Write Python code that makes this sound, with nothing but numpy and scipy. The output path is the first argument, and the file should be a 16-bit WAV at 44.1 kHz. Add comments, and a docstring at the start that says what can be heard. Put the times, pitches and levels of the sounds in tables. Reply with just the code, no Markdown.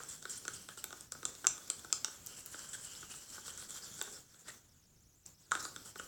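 """Knocks and sharp ticks: a wooden stick stirs thick paint in a hand-held plastic cup, close to a small microphone.
Taps ring damped modes, some light ticks crisped by treble bursts; scrapes are random slips in broad resonances.
Short rubs (squeaks, swishes, stroke onsets, a click) are noise in narrow ones; a small room adds short tails.
The stirring pauses, then resumes. A faint far-off warble is noise at a swinging pitch; rumble and hiss are
shaped noise. The recorder turns quiet down, sparing most of the deepest rumble, and limits the treble."""
import sys
import numpy as np
from scipy import signal
from scipy.io import wavfile
from scipy.ndimage import uniform_filter1d

SR = 44100
rng = np.random.default_rng(int(sys.argv[2]) if len(sys.argv) > 2 else 0)


def dump_mix(stems):
    """Bounce the given channels to the path in sys.argv[1] as a 16-bit WAV at rate SR."""
    frames = np.atleast_2d(stems).T  # one column per channel
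    limited = np.clip(frames, -1, 1)  # hard clip at full scale
    pcm = np.round(limited * 32767).astype(np.int16)
    wavfile.write(sys.argv[1], SR, pcm)


N = 267907


def gain_of(db):
    """Decibels to amplitude gain."""
    return 10 ** (np.asarray(db) / 20)


def evened(x):
    """Scales to rms 1."""
    return x / np.sqrt(np.mean(x ** 2) + 1e-20)


def read(points, hz):
    """Interpolates a table on a log-frequency axis."""
    f, value = np.transpose(points)
    return np.interp(np.log(hz + 1), np.log(f + 1), value)


def resonate(x, hz, pole_width_hz):
    """Movable resonance: shifts hz down to zero, smooths with two equal poles, shifts back."""
    turn = np.exp(2j * np.pi * np.cumsum(hz * np.ones(len(x))) / SR)
    r = np.exp(-np.pi * pole_width_hz / SR)
    smooth = signal.lfilter([(1 - r) ** 2], [1, -2 * r, r * r], x / turn)
    return 2 * (turn * smooth).real


def wander(corner_hz):
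    """Random curve: low-passed knots of rms 1, about 40 a second, joined by straight lines."""
    knots = rng.standard_normal(int(N / SR * 40))
    smooth = evened(signal.lfilter([1], [1, -np.exp(-np.pi * corner_hz / 20)], knots))
    return np.interp(np.arange(N), np.linspace(0, N, len(smooth)), smooth)


def add(mix, start_s, sound):
    """Mixes a sound in at a time."""
    part = mix[round(start_s * SR):][:len(sound)]
    part += sound[:len(part)]


def taps():
    """Each blow is a rough contact of a millisecond or so that rings all mode families, unevenly by spot."""
    # stick against the cup: time_s, hollow_knock_peak_db, wall_ring_peak_db, sharp_tick_peak_db
    blows = [(.001, -41, -59, -67), (0.033, -46, -65, -32), (.224, -49.5, -47, -37.5),
             (.252, -35.5, -37, -39), (0.295, -67, -54, -31), (0.45, -42, -39, -34),
             (.478, -32, -33, -25.5), (.533, -58, -53, -37), (.686, -41.5, -38, -37.5),
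             (0.773, -45.5, -48, -36.5), (0.839, -39.5, -33.5, -24.5), (0.904, -46.5, -45, -41),
             (.926, -39.5, -41.5, -36), (1.007, -52, -51, -33.5), (1.119, -44, -41, -27),
             (1.149, -43, -60, -65), (1.228, -39.5, -41, -41), (1.251, -37.5, -30, -18.5),
             (1.349, -54, -48, -39.5), (1.442, -34, -40, -38), (1.448, -32.5, -49, -36),
             (1.467, -30, -22.5, -9), (1.577, -49, -44.5, -38), (1.699, -41.5, -30, -16.5),
             (1.845, -40, -47, -37), (1.901, -50, -50, -60), (1.925, -35.5, -26.5, -11.5),
             (2.044, -36, -28.5, -18), (2.079, -43, -58, -37), (2.268, -60, -48, -31),
             (2.542, -38.5, -42, -55), (2.59, -55, -60, -36), (2.949, -54, -42, -54),
             (3.027, -43.5, -50, -52), (3.137, -49, -45, -52), (3.327, -73, -56, -40.5),
             (3.378, -42.5, -50, -57), (3.478, -45, -41, -32), (3.574, -76, -62, -34),
             (3.622, -48.5, -41, -51), (3.704, -51, -47, -32.5), (3.99, -46.5, -60, -36),
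             (4.012, -30.5, -28, -22.5), (4.075, -43, -62, -54), (4.342, -57.5, -47, -56),
             (4.482, -45, -45, -59), (4.501, -58, -43.5, -50), (5.26, -94, -75, -33), (5.51, -46, -44, -42),
             (5.516, -20, -31, -21), (5.55, -26, -29.5, -29.5), (5.571, -47, -58, -56),
             (5.65, -33.5, -37, -44), (5.76, -41, -37.5, -33), (5.856, -56, -64, -44),
             (5.956, -40.5, -43, -48), (5.995, -35.5, -45, -36)]
    # modes of the gripped cup's thud: pitch_hz, relative_level_db, t60_s
    thud_modes = [(295, -3.5, 0.034), (371, 1, 0.03), (507, 7.5, 0.013), (657, 4, 0.0071),
                  (892, -11, 0.067)]
    # modes of the cavity, heard as the knock: pitch_hz, relative_level_db, t60_s
    cavity_modes = [(920, -25, 0.0033), (1137, 8, .03), (1262, 7, 0.063), (1464, 18, 0.02),
                    (1820, -5.5, 0.0016), (1900, -26, 0.0025)]
    # modes of the wall: pitch_hz, relative_level_db, t60_s
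    wall_modes = [(2300, -12, .005), (2800, -6, .006), (3200, -4, .006), (3600, 0, .008), (4000, -3, .006),
                  (4400, -5, .005)]
    # modes of the sharp tick: pitch_hz, relative_level_db, t60_s
    tick_modes = [(4430, -53, 0.0013), (5214, -7.5, 0.0056), (5790, -6, 0.0028), (6227, -6, 0.0096),
                  (6900, 7, 0.0012), (7500, 6, 0.0035), (8000, -0.5, 0.0079), (8560, 2.5, 0.0023),
                  (9580, -5, 0.00057), (10800, -13.5, 0.0021), (14000, -14, 0.0013)]
    thud_ref_db, knock_ref_db, thud_growth = -48.5, -39.5, 0.51  # thud dB per knock dB: the hand grips the cup
    contact_fall_20db_ms, grit_level = 1.1, .22
    yield_hz = 8900  # the wall gives a little, which rounds the push
    crack_under_tick_db, crack_top_db, crack_band_hz = -18, -35.5, (900, 18000)
    onset_delay_s = 0.0019  # each tap starts this long after its table time

    out, t = np.zeros(N), np.arange(3000) / SR
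    families = (thud_modes, cavity_modes, wall_modes, tick_modes)
    modes = np.array(thud_modes + cavity_modes + wall_modes + tick_modes)
    family = np.repeat(np.arange(4), [len(m) for m in families])
    hz, mode_db, t60 = modes.T[:, :, None]
    spots = rng.standard_normal((len(blows), 2 * len(modes) + 200))
    for (time_s, knock_db, wall_db, tick_db), spot in zip(blows, spots):
        start_s = time_s + onset_delay_s
        thud_db = min(thud_ref_db + thud_growth * (knock_db - knock_ref_db), knock_db - 8)
        spread, detune, grit = np.split(spot, [len(modes), 2 * len(modes)])
        spot_db = 1.5 * spread[:, None]
        spot_hz = hz * (1 + .012 * detune[:, None])
        rings = gain_of(mode_db + spot_db - 60 * t / t60) * np.sin(2 * np.pi * spot_hz * t)
        rings[1::2] *= -1  # neighbouring modes swing in opposite senses, which fills the gaps between them

        contact = grit_level * grit * gain_of(-20 * t[:200] * 1000 / contact_fall_20db_ms)
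        contact[0] = 1
        push = signal.lfilter(*signal.butter(2, yield_hz, fs=SR), contact)
        for k, db in enumerate((thud_db, knock_db, wall_db, tick_db)):
            ring = signal.fftconvolve(rings[family == k].sum(0), push)[:len(t)]
            # a small object radiates little far below its lowest mode
            low_hz = 0.47 * modes[family == k, 0].min()
            ring = signal.sosfilt(signal.butter(2, low_hz, "high", fs=SR, output="sos"), ring)
            add(out, start_s, gain_of(db) * ring / abs(ring).max())

        # bare crack of the contact
        crack = signal.lfilter(*signal.butter(1, crack_band_hz, "band", fs=SR), contact)
        crack_db = min(tick_db + crack_under_tick_db, crack_top_db)
        add(out, start_s, gain_of(crack_db) * crack / abs(crack).max())
    return out


def scrape():
    """Thousands of tiny slips a second sound through the broad resonances of the damped cup."""
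    # strokes along the wall: start_s, length_s, pressure_db
    strokes = [(0, 0.04, -64), (0.082, 0.085, -56.5), (0.291, 0.076, -54.5), (0.355, 0.037, -58.5),
               (0.532, 0.044, -55.5), (0.772, 0.033, -54), (0.954, .078, -67), (1.282, 0.021, -56),
               (1.675, 0.0086, -51), (1.789, .013, -54), (2.099, 0.08, -62), (2.257, 0.1, -60.5),
               (2.363, 0.051, -57), (2.514, 0.059, -58), (2.571, 0.099, -60.5), (2.666, 0.04, -68),
               (2.729, 0.029, -48.5), (2.83, 0.049, -56.5), (2.906, 0.099, -67), (3.098, .03, -54),
               (3.334, 0.04, -57.5), (3.456, 0.06, -55.5), (3.573, 0.079, -58), (3.689, 0.046, -54),
               (3.736, 0.059, -54), (3.828, 0.07, -60), (3.891, 0.25, -62.5), (4.122, 0.021, -58),
               (4.451, 0.057, -62.5), (4.479, 0.021, -52.5), (5.524, 0.066, -52.5), (5.588, 0.034, -50),
               (5.622, 0.076, -51.5), (5.847, .076, -56.5), (5.975, 0.1, -65)]
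    # light drag, also between strokes: time_s, pressure_db
    drag = [(0, -61), (.6, -58.5), (1.1, -69), (1.6, -60.5), (2.2, -66.5), (2.4, -59.5), (3.2, -56),
            (4.1, -60), (4.3, -64), (4.62, -66), (5.24, -97), (5.3, -78), (5.4, -68), (5.5, -65.5),
            (5.56, -72), (5.75, -65.5), (6.07, -62.5)]
    # colour of the scrape: time_s, cavity_level_against_rasp_db, wall_resonance_hz
    colour = [(0, -1.5, 3350), (.12, -13, 3400), (.75, -15, 2960), (1.1, -5.5, 3560), (2.1, -9, 3460),
              (2.4, -10, 2850), (2.74, -11, 3260), (3.1, -11.5, 2900), (3.6, -10.5, 3380), (4.0, -11, 3420),
              (4.5, -4, 3470), (5.53, -6, 3600), (5.66, -10.5, 4100), (5.87, -10, 3150), (6.05, -12, 3040)]
    # wet body that swells with the cavity: pitch_hz, pole_width_hz, level_against_cavity_db
    wet_body = [(500, 350, -9), (916, 700, -13), (2080, 1700, -8)]
    # fixed resonances: pitch_hz, pole_width_hz, level_against_rasp_db
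    fixed_rub = [(4400, 1400, -11), (5800, 1500, -6), (9300, 2500, -9), (12500, 6000, -14)]
    slips_per_s, slip_spread_db = 5000, 3.5
    stroke_rise_s = 0.0054
    cavity_hz, rasp_hz, rasp_drift_hz = 1444, 7560, 220
    flicker_db = 2.2

    t = np.arange(N) / SR
    size = gain_of(slip_spread_db * np.minimum(rng.exponential(1, N), 5))
    size *= rng.choice([-1., 1.], N)
    slips = size * (rng.random(N) < slips_per_s / SR)

    pressure = gain_of(np.interp(t, *np.transpose(drag)))
    for start_s, length_s, level_db in strokes:
        # the stick bites quickly, eases off, and leaves the wall
        u = t[:round(length_s * SR)]
        bite = (1 - np.exp(-u / stroke_rise_s)) * np.sqrt(1 - (u / length_s) ** 2)
        add(pressure, start_s, gain_of(level_db) * bite)

    time_s, cavity_points_db, wall_points_hz = np.transpose(colour)
    cavity_db = np.interp(t, time_s, cavity_points_db)
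    wall_hz = np.interp(t, time_s, wall_points_hz)
    resonances = [(cavity_hz, 600, cavity_db),
                  (wall_hz, 520, -11),
                  (rasp_hz + rasp_drift_hz * wander(8), 1300, 0)]
    resonances += [(hz, width, db + cavity_db) for hz, width, db in wet_body]
    resonances += fixed_rub
    rub = np.zeros(N)
    for k, (hz, width, db) in enumerate(resonances):
        # each resonance is driven from its own patch of wall, which slips at its own moments
        patch = np.roll(slips, 5003 * k)
        rub += gain_of(db + flicker_db * wander(25)) * evened(resonate(patch, hz, width))
    return pressure * rub


def narrow_rubs():
    """Short narrow-band rubs: squeaks, swishes, stroke onsets and a click, as noise in one narrow resonance."""
    # short narrow-band rubs: start_s, length_s, centre_hz, level_before_fades_db
    rub_table = [(0.083, 0.022, 7700, -47.5), (0.29, .035, 7600, -43.5), (0.371, .018, 8900, -47.5),
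                 (0.533, 0.017, 7500, -46), (0.691, 0.023, 3200, -61), (0.691, 0.046, 1610, -60.5),
                 (.78, 0.022, 2980, -61), (2.289, 0.06, 3050, -63.5), (2.687, 0.016, 7500, -47),
                 (2.729, 0.025, 3340, -51.5), (2.733, 0.028, 1560, -51.5), (2.85, 0.1, 2950, -62),
                 (2.957, 0.022, 5300, -56), (2.97, 0.094, 3300, -64.5), (3.103, 0.031, 2800, -55),
                 (3.321, 0.026, 5440, -56), (3.485, .03, 3150, -57.5), (3.765, 0.026, 3260, -58),
                 (3.814, 0.041, 5030, -54), (4.13, 0.047, 5300, -56), (4.466, .045, 1890, -56.5),
                 (4.47, 0.025, 3020, -65), (5.595, 0.014, 5300, -49), (5.652, 0.0036, 4600, -42),
                 (5.983, 0.026, 2950, -53.5)]
    pole_q = 7
    out = np.zeros(N)
    noises = rng.laplace(size=(len(rub_table), SR // 10))
    for (start_s, length_s, hz, db), noise in zip(rub_table, noises):
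        burst = evened(resonate(noise[:round(length_s * SR)], hz, hz / pole_q))
        add(out, start_s, gain_of(db) * burst * signal.windows.tukey(len(burst), .6))
    return out


def treble_bursts():
    """Very short bursts of high-passed noise, some on top of a tap, that give light ticks a crisp top."""
    # very short treble bursts: start_s, peak_db
    burst_table = [(0.8418, -24.5), (1.1205, -55), (1.68, -48), (2.263, -27), (2.461, -29.5), (4.025, -28),
                   (5.627, -37), (5.981, -42)]
    low_hz, t60_s = 7000, 0.0074
    out, t = np.zeros(N), np.arange(300) / SR
    edge = signal.butter(2, low_hz, "high", fs=SR, output="sos")
    noises = rng.standard_normal((len(burst_table), len(t)))
    for (start_s, db), noise in zip(burst_table, noises):
        burst = signal.sosfilt(edge, noise * gain_of(-60 * t / t60_s))
        add(out, start_s, gain_of(db) * burst / abs(burst).max())
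    return out


def room(x):
    """Three tails of sparse echoes, fed in turn, each band dying at its own speed."""
    # decay of the small room: band_hz, t60_s
    decay = [(300, 0.78), (1400, 0.35), (4500, 0.34), (8000, 0.26), (13000, 0.15)]
    feed_turn_hz, gap, spacing = 1.6, 130, 20  # gap before the first echo and echo spacing in samples
    out, turn = np.zeros(N), 2 * np.pi * feed_turn_hz * np.arange(N) / SR
    for k in range(3):
        tail = np.zeros(SR // 2)
        at = np.arange(gap, len(tail) - spacing, spacing)
        tail[at + rng.integers(0, spacing, len(at))] = rng.choice([-1., 1.], len(at))
        hz, t, z = signal.stft(tail, SR, nperseg=128)
        fade = gain_of(-60 * t / read(decay, hz)[:, None])
        tail = signal.istft(z * fade, SR, nperseg=128)[1]
        tail[:gap] = 0
        feed = np.sqrt(2 / 3) * np.cos(turn + 2 * np.pi * k / 3)
        out += signal.fftconvolve(x * feed, tail / np.linalg.norm(tail))[:N]
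    return out


def warble():
    """Narrow noise notes whose pitch swings quickly; plain in the pause, drawn at random behind the stirring."""
    # distant notes, each held until the next, mostly high and low in turn: start_s, centre_hz
    note_table = [(4.24, 6160), (4.29, 5600), (4.34, 7130), (4.44, 5000), (4.475, 6900), (4.535, 6160),
                  (4.615, 6900), (4.682, 5560), (4.72, 6800), (4.818, 5640), (4.849, 6900), (4.955, 5770),
                  (5.0, 6900), (5.028, 5900), (5.068, 6850), (5.101, 6140), (5.145, 7200), (5.225, 6060),
                  (5.285, 6900), (5.335, 5630), (5.397, 6700), (5.42, 5140), (5.455, 6900)]
    last_end_s, blur_s = 5.515, 0.013
    plain_db, behind_db = -62, -65  # before fades
    pole_width_hz, trill_hz, swing_depth_hz = 750, 45, 430

    before_s = np.arange(0, note_table[0][0] - .06, .055)
    after_s = np.arange(5.52, N / SR - .1, .055)
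    starts = np.r_[before_s, after_s]
    draws = rng.random((len(starts), 2))
    behind = [(s, 0.027 + 0.089 * a, 5000 + 2400 * b, behind_db) for s, (a, b) in zip(starts, draws)]
    ends = [s for s, hz in note_table[1:]] + [last_end_s]
    plain = [(s, end - s + blur_s, hz, plain_db) for (s, hz), end in zip(note_table, ends)]

    t, out, air = np.arange(N) / SR, np.zeros(N), rng.standard_normal(N)
    swing_hz = swing_depth_hz * np.sin(2 * np.pi * trill_hz * t + 2.16 * wander(23))
    for start_s, length_s, hz, db in plain + behind:
        at = slice(round(start_s * SR), round((start_s + length_s + 0.0017) * SR))
        note = evened(resonate(air[at], hz + swing_hz[at], pole_width_hz))
        out[at] += gain_of(db) * note * signal.windows.tukey(len(note), .3)
    return out


def hiss():
    """Shaped noise: room rumble that comes in lumps, and microphone hiss with faint patches."""
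    # spectrum of rumble and hiss: frequency_hz, relative_density_db
    spectrum = [(15, -66), (33, -30), (54, -3), (70, -5.5), (120, -5.5), (300, -11.5), (650, -19.5),
                (2000, -24.5), (4000, -23), (10000, -25), (17000, -23.5)]
    rms_db, patchy_db, lumpy_db, lump_corner_hz = -60, 1.3, 2.5, 150
    frames, hz = N // 256 + 5, np.fft.rfftfreq(1024, 1 / SR)
    a, b, patches = rng.standard_normal((frames, 513, 3)).T
    patches = evened(uniform_filter1d(uniform_filter1d(patches, 12, 0), 10, 1))
    frame_at = np.minimum(np.arange(frames) * 256, N - 1)
    lumps = wander(1.5)[frame_at] / (1 + (hz[:, None] / lump_corner_hz) ** 2)
    level_db = read(spectrum, hz)[:, None] + patchy_db * patches + lumpy_db * lumps
    noise = signal.istft((a + 1j * b) * gain_of(level_db), nperseg=1024, noverlap=768)[1][:N]
    return gain_of(rms_db) * evened(noise)


def scene():
    """Sums the cup, its room, and the background."""
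    room_db = -8.5
    cup = taps() + scrape() + narrow_rubs() + treble_bursts()
    return (cup + gain_of(room_db) * room(cup) + warble() + hiss())[None]


def record(dry):
    """A suppressor opens fast on sound above the rumble and closes slowly in quiet; then the band limit."""
    # recorder roll-off: frequency_hz, gain_db
    roll_off = [(16500, 0), (17050, -1), (17350, -20), (18400, -24)]
    threshold_db, cut_slope, max_cut_db, release_db_per_s = -51.0, 1.45, 11.5, 86.3
    sense_low_hz, spared_hz, spared_share, edge_hz = 900, 75, .15, 18500

    sensed = signal.sosfilt(signal.butter(2, sense_low_hz, "high", fs=SR, output="sos"), dry[0])
    power_db = 10 * np.log10(abs(uniform_filter1d(sensed ** 2, 600)) + 1e-12)
    fall_db = np.arange(N) * release_db_per_s / SR
    held_db = np.maximum.accumulate(power_db + fall_db) - fall_db
    cut_db = uniform_filter1d(np.clip(cut_slope * (threshold_db - held_db), 0, max_cut_db), 200)

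    low = signal.sosfiltfilt(signal.butter(1, spared_hz, fs=SR, output="sos"), dry)
    # the deepest rumble is mostly spared
    quieted = low * gain_of(-spared_share * cut_db) + (dry - low) * gain_of(-cut_db)

    grid_hz = np.linspace(0, SR / 2, 257)
    roll_filter = signal.firwin2(255, grid_hz, gain_of(read(roll_off, grid_hz)), fs=SR)
    rolled = signal.oaconvolve(quieted, roll_filter[None], "same")
    edge_filter = signal.firwin(511, edge_hz, window=("kaiser", 9), fs=SR)
    return signal.oaconvolve(rolled, edge_filter[None], "same")


dry = scene()
out = record(dry)
dump_mix(out)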